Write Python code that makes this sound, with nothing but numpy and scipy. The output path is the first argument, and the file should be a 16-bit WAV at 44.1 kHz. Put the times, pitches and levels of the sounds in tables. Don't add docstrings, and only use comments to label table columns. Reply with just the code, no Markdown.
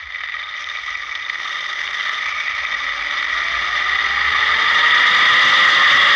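import sys
import numpy as np
from scipy import signal
from scipy.io import wavfile
from scipy.ndimage import uniform_filter1d, minimum_filter1d

SR = 44100
rng = np.random.default_rng(int(sys.argv[2]) if len(sys.argv) > 2 else 0)


def linear_from_db(decibels):
    return 10 ** (np.asarray(decibels, float) / 20)


def materialize(psi):
    bounded = np.clip(np.atleast_2d(psi).T, -1, 1)
    quanta = np.round(bounded * 32767).astype(np.int16)
    wavfile.write(sys.argv[1], SR, quanta)


N = 271215
SPEED_REF_HZ, SHAKE_REF_DB = 400, -20


def evened(x):
    return x / np.sqrt(np.mean(x ** 2) + 1e-20)


def curves(rows):
    s, *columns = np.transpose(rows)
    return [np.interp(np.arange(N) / SR, s, column) for column in columns]


def band(x, lo_hz, hi_hz):
    return signal.sosfilt(signal.butter(2, [lo_hz, hi_hz], "bandpass", fs=SR, output="sos"), x)


def drift(rate_hz):
    return evened(band(rng.standard_normal(N), 0.053 * rate_hz, rate_hz))


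def ring(modes):
    t = np.arange(4096) / SR
    soft_start = 1 - np.exp(-t / 0.00083)
    response = 0
    for k, (hz, width, db) in enumerate(modes):
        decay = np.exp(-np.pi * width * t)
        response = response + (-1) ** k * linear_from_db(db) * width * decay * np.sin(2 * np.pi * hz * t) * soft_start
    return response


def colour(points):
    hz, db = np.transpose(points)
    f = abs(np.fft.fftfreq(8192, 1 / SR))
    log_gain = np.log(linear_from_db(np.interp(np.log(f + 1), np.log(hz), db)))
    return np.fft.ifft(np.exp(np.conj(signal.hilbert(log_gain)))).real[:4096]


def strike(force, shape):
    return signal.oaconvolve(force, shape / abs(shape).max())[:N]


def pulses(s, height):
    out = np.zeros(N)
    np.add.at(out, np.round(s * SR).astype(int), height)
    return out


def spell(start, end, db, ease):
    t = np.arange(N) / SR
    return db * np.clip(np.minimum(t - start, end - t) / ease + .5, 0, 1)


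# time in seconds, strands passing the wheel in Hz.
STRAND_SPEED = [(0.0, 88.1), (0.5, 119.8), (1.0, 146.0), (1.5, 175.9), (2.0, 199.7), (2.5, 245.4),
                (3.0, 284.7), (3.5, 338.3), (4.0, 387.4), (4.5, 440.2), (5.0, 488), (5.5, 523),
                (6.15, 560.6)]


def strand_speed():
    return curves(STRAND_SPEED)[0]


# time in seconds, shake of the frame in dB, slack of the fittings in dB.
RIDE = [(0, -28.5, -3), (.35, -25, -2), (.55, -27, 0), (.9, -25.5, 1), (1.25, -27, -2.5), (1.5, -23.5, 3),
        (1.8, -25, 2), (2.05, -21, 2), (2.3, -24.5, 1), (2.63, -23, -0.5), (2.7, -23.5, -0.5),
        (3.2, -21, -0.5), (3.7, -20, 0.5), (4.2, -17.5, -2), (4.55, -16, 0), (5, -14, 1.5), (5.5, -14, 4.5),
        (6.15, -13, 3.5)]


def ride():
    return curves(RIDE)


# start in seconds, end in seconds, gain in dB, ease in seconds.
PRESSES = [
    (.58, 1.22, 5, .05),
    (2.2, 2.68, 10, .06),
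    (2.68, 3.65, 3.5, .1),
]


def press():
    return sum(spell(*row) for row in PRESSES)


def hand():
    return spell(-1, .56, -4, ease=.03)


def contact():
    pace = strand_speed() / SPEED_REF_HZ
    knocks_per_s = 450 * (1 + 1.5 * pace ** 2.4)
    grit = np.clip(.45 + .5 * np.maximum(pace - .6, 0), 0, 1)
    clumps = linear_from_db(0.55 * drift(36) + 1.0 * drift(100))
    size_db = 2.2 * np.minimum(rng.exponential(1, N), 2)
    hits = (rng.random(N) < knocks_per_s / SR) / np.sqrt(knocks_per_s)
    forces = []
    for part in range(11):
        spot_db = rng.uniform(-1.5, 2.6, N)
        knock = evened(hits * linear_from_db(size_db + spot_db) * rng.choice([-1, 1], N))
        steady = rng.standard_normal(N) * linear_from_db(0.64 * drift(14))
        forces.append(clumps * (np.sqrt(1 - grit) * knock + np.sqrt(grit) * steady))
    return forces


# level in dB at the reference ride, share of shake,
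# rise in dB per doubling of speed, share of slack.
PARTS = [
    (-24.5, 1.3, -0.5, 0.36),
    (-25.5, 0.83, 3.5, 0.4),
    (-32, 0.085, 5, -.1),
    (-31.5, 1.24, -0.45, 0.92),
    (-37.5, 0.64, 4, .4),
    (-42.5, 0.067, 3.5, 1.1),
    (-31.5, 0.52, 5, 0.38),
    (-54, 1.22, 1.5, 1.3),
]


def part_levels():
    shake_db, slack_db = ride()
    shake_db = shake_db - SHAKE_REF_DB
    doublings = np.log2(strand_speed() / SPEED_REF_HZ)
    levels = []
    for db, share, rise, loose in PARTS:
        levels.append(db + share * shake_db + rise * doublings + loose * slack_db)
    levels[2] = levels[2] + press()
    levels[5] = levels[5] + hand()
    levels[7] = levels[7] + hand()
    main_wheel = levels[0] + 0.5 + 2.5 * doublings
    upper_wheel = levels[3] + 2.5 * doublings
    loose_bolts = spell(1.28, 2.22, 5.5, ease=.04)
    bolts = -68 + shake_db + loose_bolts + hand()
    return levels + [main_wheel, upper_wheel, bolts]


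def jolts():
    s, _, _, jolt_db = np.transpose(KNOCKS)
    t = np.arange(4410) / SR
    shape = np.minimum(t / 0.0019, 1) * np.exp(-(t / 0.011) ** 2)
    slow_lift_db = 1 * np.clip(1 - strand_speed() / SPEED_REF_HZ, 0, 1)
    return signal.oaconvolve(pulses(s, jolt_db), shape)[:N] + slow_lift_db


# pitch in Hz, width in Hz, level in dB.
FRAME = [
    [(1985, 132, 0)],
    [(1236.3, 104, 5), (1158, 60, -8)],
    [(2262, 118, 0)],
    [(3621, 165, -2.5), (3070, 230, -9.5)],
    [(4210, 360, -2), (4846, 230, -2)],
    [(5240, 290, 0.5), (5340, 280, -3), (5786, 150, -3), (6265, 350, -8)],
]
# pitch in Hz, width in Hz, level in dB.
WHEEL = [
    [(1910, 102, 1), (1720, 77, -10)],
    [(2807, 77, -3), (3210, 1200, -4), (3400, 284, 2)],
]
# pitch in Hz, width in Hz, level in dB.
BOLTS = [(8770, 450, 0), (9960, 600, -3.5), (12200, 500, -9)]
# frequency in Hz, gain in dB.
SHELL = [(90, -36.5), (200, -25), (420, -10.5), (520, -10.5), (600, 0), (660, -7), (850, -1.5), (1000, -5),
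         (1600, 3.5), (2600, -9), (4000, -49)]
# frequency in Hz, gain in dB.
SHEEN = [(3000, -10.5), (6500, 0.5), (7200, -1), (8600, -10), (10500, -17), (12400, -14), (15500, -13.5)]
JOLT_SHARE = (0.91, .7, 0.68, 1.3, 1.5, 1.2, .7, 1.4, 1.2)


def frame():
    shapes = [ring(modes) for modes in FRAME]
    shapes += [colour(SHELL), colour(SHEEN)]
    shapes += [ring(modes) for modes in WHEEL + [BOLTS]]
    shares = list(JOLT_SHARE[:8]) + [JOLT_SHARE[0], JOLT_SHARE[3], JOLT_SHARE[8]]
    jolt_db = jolts()
    out = np.zeros(N)
    for db, share, force, shape in zip(part_levels(), shares, contact(), shapes):
        level_db = db + share * jolt_db + 1.2 * drift(30)
        out += linear_from_db(level_db) * evened(signal.oaconvolve(force, shape)[:N])
    return out


def rush():
    rush_db = -76.5 + 7 * strand_speed() / 100 + 0.35 * ride()[1] + 2.0 * drift(21)
    return evened(band(rng.standard_normal(N), 108, 437)) * linear_from_db(rush_db)


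# time in seconds, length in seconds, swell over the breeze in dB.
GUSTS = [(0.028, 0.088, 8), (0.298, 0.18, 3.5), (0.856, .08, 6), (1.147, .15, 1.5), (1.76, 0.037, 1),
         (2.3, .1, 3), (2.6, 0.15, 9.5), (2.95, .12, 6), (3.321, .06, 9), (3.58, .08, 11), (4.05, 0.087, 7),
         (4.256, 0.073, 7), (5.06, .06, 3), (6.002, .2, 6.5)]


def gusts():
    t = np.arange(N) / SR
    return sum(db * np.exp(-((t - s) / length) ** 2) for s, length, db in GUSTS)


def buffeting():
    low = band(band(rng.standard_normal(N), 42, 88), 40, 100)
    return evened(low) * linear_from_db(-58 + gusts() + 1.3 * drift(4.5))


# time in seconds, peak in dB, upper rings against it in dB,
# jolt to the rattle in dB.
KNOCKS = [(0.1464, -13, -34.5, 1), (0.2064, -13, -22, 3), (0.2358, -10.5, -27.5, 4),
          (0.287, -16, -16.5, -1), (0.3408, -13, -19.5, 2), (0.603, -18, -16.5, 5), (0.6424, -19, -3.5, -6),
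          (0.6884, -16.5, -6, 1), (0.7716, -17, -12, 2), (0.9534, -11, -20.5, -8), (1.1505, -20, -6.5, 8),
          (1.2286, -19, -9.5, 0), (1.297, -7, -17, 5.5), (1.4002, -9.5, -20.5, 4), (1.4456, -26, -13, 1),
          (1.6874, -17, -13.5, 4.5), (1.7896, -11, -19.5, 4), (1.8761, -10, -10, -6),
          (1.9116, -12, -16, -3), (1.948, -12.5, -15, 2), (2.2573, -9, -20, 4.5), (2.286, -14, -27, 5.5),
          (2.4019, -18, -20, 3.5), (2.4813, -7.5, -24.5, -6), (2.651, -5, -24.5, -5),
          (2.7247, -14, -19.5, -2), (2.835, -18, -13.5, 2), (3.1097, -12, -12.5, 2),
          (3.251, -12.5, -11.5, -5), (3.271, -20, -15.5, -2)]


def knocks():
    s, peak_db, upper_db, _ = np.transpose(KNOCKS)
    taps_per_s, mix_db = 70, 4.5
    at = np.flatnonzero(rng.random(N) < taps_per_s / SR)
    speed = strand_speed()
    tap_db = ride()[0][at] + 7.5 - 1.5 * np.log2(speed[at] / speed[0])
    s = np.append(s, at / SR)
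    peak_db = np.append(peak_db, tap_db)
    upper_db = np.append(upper_db, upper_db.mean() + mix_db * rng.standard_normal(len(at)))
    low_db = -20 + mix_db * rng.standard_normal(len(s))
    plate_db = -13.5 + mix_db * rng.standard_normal(len(s))
    ring_mix = (-3.5, low_db, plate_db, upper_db + 5.0, upper_db - 11.5, upper_db - 15)

    tick_db = -27
    out = strike(pulses(np.minimum(s, 6.1), linear_from_db(peak_db + tick_db)), colour(SHEEN))
    t = np.arange(300) / SR
    places = np.round(s * SR).astype(int)[:, None] + np.arange(300)
    for db, modes in zip(ring_mix, FRAME):
        chatter = rng.standard_normal((len(s), 300)) * np.exp(-t / 0.0016) * 0.079
        chatter[:, 0] = 1
        force = np.zeros(N + 300)
        np.add.at(force, places, linear_from_db(peak_db + db)[:, None] * chatter)
        out += strike(force, ring(modes))
    return out


# time in seconds, peak in dB.
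PINGS = [(0.4384, -23), (0.4898, -22.5), (0.6973, -20), (1.2491, -20.5), (1.4536, -25), (1.5883, -25),
         (1.7903, -27), (2.0567, -26)]
# pitch in Hz, width in Hz, level in dB.
PING_RING = [(3627, 60, 0)]


def pings():
    s, peak_db = np.transpose(PINGS)
    return strike(pulses(s, linear_from_db(peak_db + 0.5)), ring(PING_RING))


def strands_passed():
    return np.cumsum(strand_speed() * (1 + .003 * drift(6) + .006 * drift(60))) / SR


def tone(cycles, db):
    return np.sqrt(2) * linear_from_db(db + 1.8 * drift(8)) * np.sin(2 * np.pi * (cycles + rng.random()))


# order, level in dB at rest, rise in dB per 100 Hz of speed, share of slack,
# share of the hard press.
TONES = [
    (1, -79, 7.5, .2, -.3),
    (2, -74, 8.2, .2, -1.1),
    (3, -78, 8.5, .3, -.3),
]


def whine(strands):
    speed, slack_db = strand_speed(), ride()[1]
    t = np.arange(N) / SR
    seat_db = -8 * np.clip((1.25 - t) / .4, 0, 1)
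    out = np.zeros(N)
    for order, db, rise, loose, damp in TONES:
        level_db = db + rise * speed / 100 + loose * slack_db + damp * spell(*PRESSES[1]) + seat_db
        out += tone(order * strands, level_db)
    return out


def hum(strands):
    mount_hz = 72
    octaves = np.log2(strand_speed() / 6 / mount_hz)
    t = np.arange(N) / SR
    hum_db = -44.5 + np.minimum(16.5 * octaves, -40 * octaves)
    hum_db = np.maximum(hum_db, -51.5) + 0.69 * gusts()
    fade_in_db = -40 * np.clip(2.95 - t, 0, 1)
    return tone(strands / 6, hum_db + fade_in_db)


def bump():
    t = np.maximum(np.arange(N) / SR - 2.712, 0)
    t60 = .15
    return linear_from_db(-41 - 60 * t / t60) * np.sin(2 * np.pi * 200 * t) * (1 - np.exp(-t / .008))


def scene():
    strands = strands_passed()
    rattle = frame() + knocks() + pings()
    cable = whine(strands) + hum(strands)
    wind = rush() + buffeting()
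    return (rattle + cable + wind + bump())[None]


def top_cut(x):
    return signal.sosfilt(signal.butter(12, 16900, fs=SR, output="sos"), x)


# frequency in Hz, gain in dB.
PORT = [(6500, -1.5), (8000, -5.5), (10500, -8.5), (12400, -12), (13000, -13), (13800, -23.5),
        (14300, -12.5), (15500, -8)]


def record(dry):
    dry = signal.oaconvolve(dry, colour(PORT)[None])[:, :N]
    ceiling, knee = .58, 6
    peak = -minimum_filter1d(-abs(dry), size=60)
    gain = (1 + (peak / ceiling) ** knee) ** (-1 / knee)
    held = dry * uniform_filter1d(gain, size=50)
    edge = signal.firwin(1023, 15720, window=("kaiser", 9), fs=SR)
    return top_cut(signal.oaconvolve(held, edge[None], "same"))


dry = scene()
out = record(dry)
materialize(out)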